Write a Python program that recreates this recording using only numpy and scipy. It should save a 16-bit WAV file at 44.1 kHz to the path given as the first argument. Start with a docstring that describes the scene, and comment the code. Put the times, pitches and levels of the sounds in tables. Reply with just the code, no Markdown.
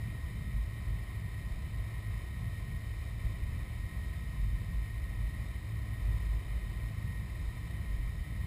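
"""Inside a vertical wind tunnel, heard by a camera fixed to the wall of the flight chamber.
From the start, rushing air rings the camera's housing, turbulence buffets the wall and makes the duct
boom, and the fan drives whine. Gusts and surges come from 0.4 s on; the longest surge is at 6 s,
and the whine swells most at 7 s. Throughout, the camera samples slowly and holds each value,
which mirrors the roar into a thin, gritty sizzle."""
import sys
import numpy as np
from scipy import signal
from scipy.fft import rfft, irfft, next_fast_len
from scipy.io import wavfile
from scipy.ndimage import uniform_filter1d

SR = 44100
rng = np.random.default_rng(int(sys.argv[2]) if len(sys.argv) > 2 else 0)


def inscribe(sig):
    """Save sig as 16-bit PCM at rate SR to the path in sys.argv[1].

    A 1-D sig is mono; a 2-D sig holds one channel per row.
    Samples are clipped to [-1, 1] before scaling.
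    """
    pcm = np.round(np.clip(np.atleast_2d(sig).T, -1, 1) * 32767)
    wavfile.write(sys.argv[1], SR, pcm.astype(np.int16))


N = 373086
BOOM_TOP_HZ, BUFFET_TOP_HZ, RUSH_TOP_HZ = 58, 260, 1500
HOLD_HZ = 12000


def walk(rate_hz):
    """Smooth random motion of unit spread."""
    span = int(SR / rate_hz)
    steps = np.repeat(rng.standard_normal(N // span + 2), span)
    smooth = uniform_filter1d(uniform_filter1d(steps, span), span)[:N]
    return smooth / smooth.std()


def swells(table, attack_s=0.04, release_s=0.043):
    """Gain envelope: each swell is full at its start, holds for its length and dies away."""
    t = np.arange(N) / SR
    gain = np.zeros(N)
    for start_s, length_s, db in table:
        rise = np.clip(1 + (t - start_s) / attack_s, 0, 1)
        fall = np.clip(1 - (t - start_s - length_s) / release_s, 0, 1)
        gain = np.maximum(gain, undb(db) * rise * fall)
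    return gain


def undb(db):
    """Decibels to gain."""
    return 10 ** (np.asarray(db) / 20)


# Smooth spectrum of turbulent air. Each row: frequency in Hz, relative density in dB.
AIR_SPECTRUM = [(16.0, -37.8), (40.0, -19.5), (65.0, -8.4), (130.0, -18.4), (250.0, -35.7), (500.0, -42.6),
                (850.0, -48.5), (1500.0, -52.8), (2800.0, -59.6), (3400.0, -55.9), (4600.0, -55.1),
                (6000.0, -64.4)]
# Duct and chamber modes. Each row: centre in Hz, width in Hz, relative peak density in dB.
STANDING_WAVES = [(21.0, 4.4, -21.9), (33.6, 3.6, -14.2), (51.3, 6.8, -0.2), (108.0, 13.0, -8.3),
                  (163.0, 28.0, -22.8), (204.0, 16.0, -26.2), (301.0, 89.0, -36.8)]
# Camera housing modes. Each row: centre in Hz, width in Hz, relative peak density in dB.
HOUSING_RINGS = [(659.0, 179.0, -42.1), (1042.0, 149.0, -38.1), (1242.0, 139.0, -46.7),
                 (1862.0, 139.0, -36.7), (2002.0, 299.0, -37.2), (2332.0, 309.0, -40.1),
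                 (2632.0, 109.0, -46.4), (3042.0, 289.0, -44.9), (3622.0, 87.0, -44.5),
                 (3762.0, 259.0, -46.4), (4092.0, 309.0, -50.5), (5122.0, 499.0, -51.7)]
def turbulence(low_hz, high_hz, average_s):
    """Eddies of one size range, coloured by duct and housing resonances; unit rms over average_s."""
    size = next_fast_len(N)
    hz = np.maximum(np.arange(size // 2 + 1) * SR / size, 1)
    air_hz, air_db = np.transpose(AIR_SPECTRUM)
    power = undb(np.interp(np.log(hz), np.log(air_hz), air_db)) ** 2
    for centre_hz, width_hz, peak_db in [*STANDING_WAVES, *HOUSING_RINGS]:
        detuning = 2 * (hz - centre_hz) / width_hz
        power += (undb(peak_db) / (1 + detuning ** 2)) ** 2
    band_gain = np.sqrt(power) * (hz >= low_hz) * (hz < high_hz)
    noise = irfft(rfft(rng.standard_normal(size)) * band_gain, size)[:N]
    span = int(SR * average_s)
    local_power = uniform_filter1d(uniform_filter1d(noise ** 2, span), span)
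    return noise / np.sqrt(local_power)


# Slow swell of the air over the wall. Each row: time in seconds, level in dB.
RUSH_LEVELS = [(0, -58), (.45, -58), (1.4, -58), (2.9, -58.5), (3.5, -57.5), (4.3, -58.8), (5.4, -58),
               (6.25, -56.6), (7.0, -57.5), (7.5, -57.5), (8.46, -58.5)]
def rushing_air(hiss_db, hiss_follow_ratio, rush_flutter_db, hiss_flutter_db):
    """Fast air rushes over the wall and hisses in the housing; passing eddies shake both a little."""
    times_s, levels_db = np.transpose(RUSH_LEVELS)
    rush_db = np.interp(np.arange(N) / SR, times_s, levels_db)
    hiss_drift_db = hiss_follow_ratio * (rush_db - rush_db.mean())
    eddies = walk(rate_hz=22)
    rush_gain = undb(rush_db + rush_flutter_db * eddies)
    hiss_gain = undb(hiss_db + hiss_drift_db + hiss_flutter_db * eddies)
    rush = turbulence(BUFFET_TOP_HZ, RUSH_TOP_HZ, average_s=0.45)
    hiss = turbulence(RUSH_TOP_HZ, HOLD_HZ / 2, average_s=1.0)
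    return rush * rush_gain + hiss * hiss_gain


# Hardest gusts on the wall. Each row: start in seconds, length in seconds, level in dB before trim.
GUSTS = [(.42, 0.15, -40), (.88, 0.078, -38.5), (2.08, 0.075, -41), (2.42, .09, -39.5), (2.72, 0.07, -41.5),
         (3.21, 0.13, -39.5), (3.49, 0.076, -36.5), (4.45, 0.091, -39.5), (4.64, 0.15, -41),
         (5.72, 0.234, -38.5), (6.07, 0.092, -37), (6.82, 0.1, -39.5), (7.04, 0.06, -36.5),
         (8.36, 0.074, -40)]
def wall_buffet(base_db, throb_db, gust_trim_db):
    """Mid-sized eddies thump on the wall: a random throb with gusts on top."""
    base_gain = undb(base_db + throb_db * walk(rate_hz=10))
    gust_gain = undb(gust_trim_db) * swells(GUSTS)
    return turbulence(BOOM_TOP_HZ, BUFFET_TOP_HZ, average_s=0.17) * np.hypot(base_gain, gust_gain)


# Strongest duct surges. Each row: start in seconds, length in seconds, level in dB before trim.
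SURGES = [(0.548, 0.056, -30.5), (1.516, 0.048, -34), (1.803, 0.042, -33.5), (3.195, 0.079, -33),
          (3.417, 0.122, -35), (4.186, 0.036, -33.5), (4.401, 0.156, -31), (4.76, 0.073, -33),
          (5.038, 0.03, -37), (5.151, 0.126, -32.5), (5.374, 0.046, -35), (5.997, 0.38, -31),
          (6.457, 0.052, -33.5), (7.434, 0.044, -36), (7.949, 0.154, -33.5), (8.196, 0.04, -33)]
def duct_boom(base_db, throb_db, surge_trim_db):
    """The biggest eddies pump the duct's lowest standing waves: a random throb with surges on top."""
    base_gain = undb(base_db + throb_db * walk(rate_hz=12))
    surge_gain = undb(surge_trim_db) * swells(SURGES)
    return turbulence(0, BOOM_TOP_HZ, average_s=0.17) * np.hypot(base_gain, surge_gain)


# Fan drive tones. Each row: pitch in Hz, rms level in dB before trim, wander in Hz, flutter in dB.
DRIVE_TONES = [(1282.4, -73.0, 1.0, 1.6), (1875.3, -61.5, .8, 1.4), (2105.6, -68.3, 2.0, 1.8)]
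# Swells of the whine. Each row: start in seconds, length in seconds, rise in dB.
WHINE_SWELLS = [(.9, 0.26, 1), (3.87, .1, 3), (7.03, .16, 4.5)]
def fan_whine(trim_db):
    """Steady drive tones, made to waver and swell by the moving air they cross."""
    whine = np.zeros(N)
    for hz, db, wander_hz, flutter_db in DRIVE_TONES:
        pitch_hz = hz + wander_hz * walk(rate_hz=9)
        phase = 2 * np.pi * np.cumsum(pitch_hz) / SR
        rms = undb(db + trim_db + flutter_db * walk(rate_hz=12))
        whine += np.sqrt(2) * rms * np.sin(phase)
    return whine * np.maximum(1, swells(WHINE_SWELLS))


def scene():
    """Air, buffet, boom and whine at the wall, in mono."""
    air = rushing_air(hiss_db=-56.5, hiss_follow_ratio=0.26, rush_flutter_db=0.58, hiss_flutter_db=0.34)
    buffet = wall_buffet(base_db=-40, throb_db=0.83, gust_trim_db=-1.2)
    boom = duct_boom(base_db=-42, throb_db=2.5, surge_trim_db=-2.0)
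    whine = fan_whine(trim_db=-0.3)
    return (air + buffet + boom + whine)[None]


def record(dry):
    """The camera's sample-and-hold mirrors the sound around HOLD_HZ; a steep low-pass cuts the top."""
    slow = signal.resample(dry, round(N * HOLD_HZ / SR), axis=-1)
    held = np.repeat(slow, 4, axis=-1)
    mirrored = signal.resample(held, N, axis=-1)
    lowpass = signal.ellip(10, 0.1, 80, 15180, fs=SR, output="sos")
    return signal.sosfilt(lowpass, mirrored)


dry = scene()
out = record(dry)
inscribe(out)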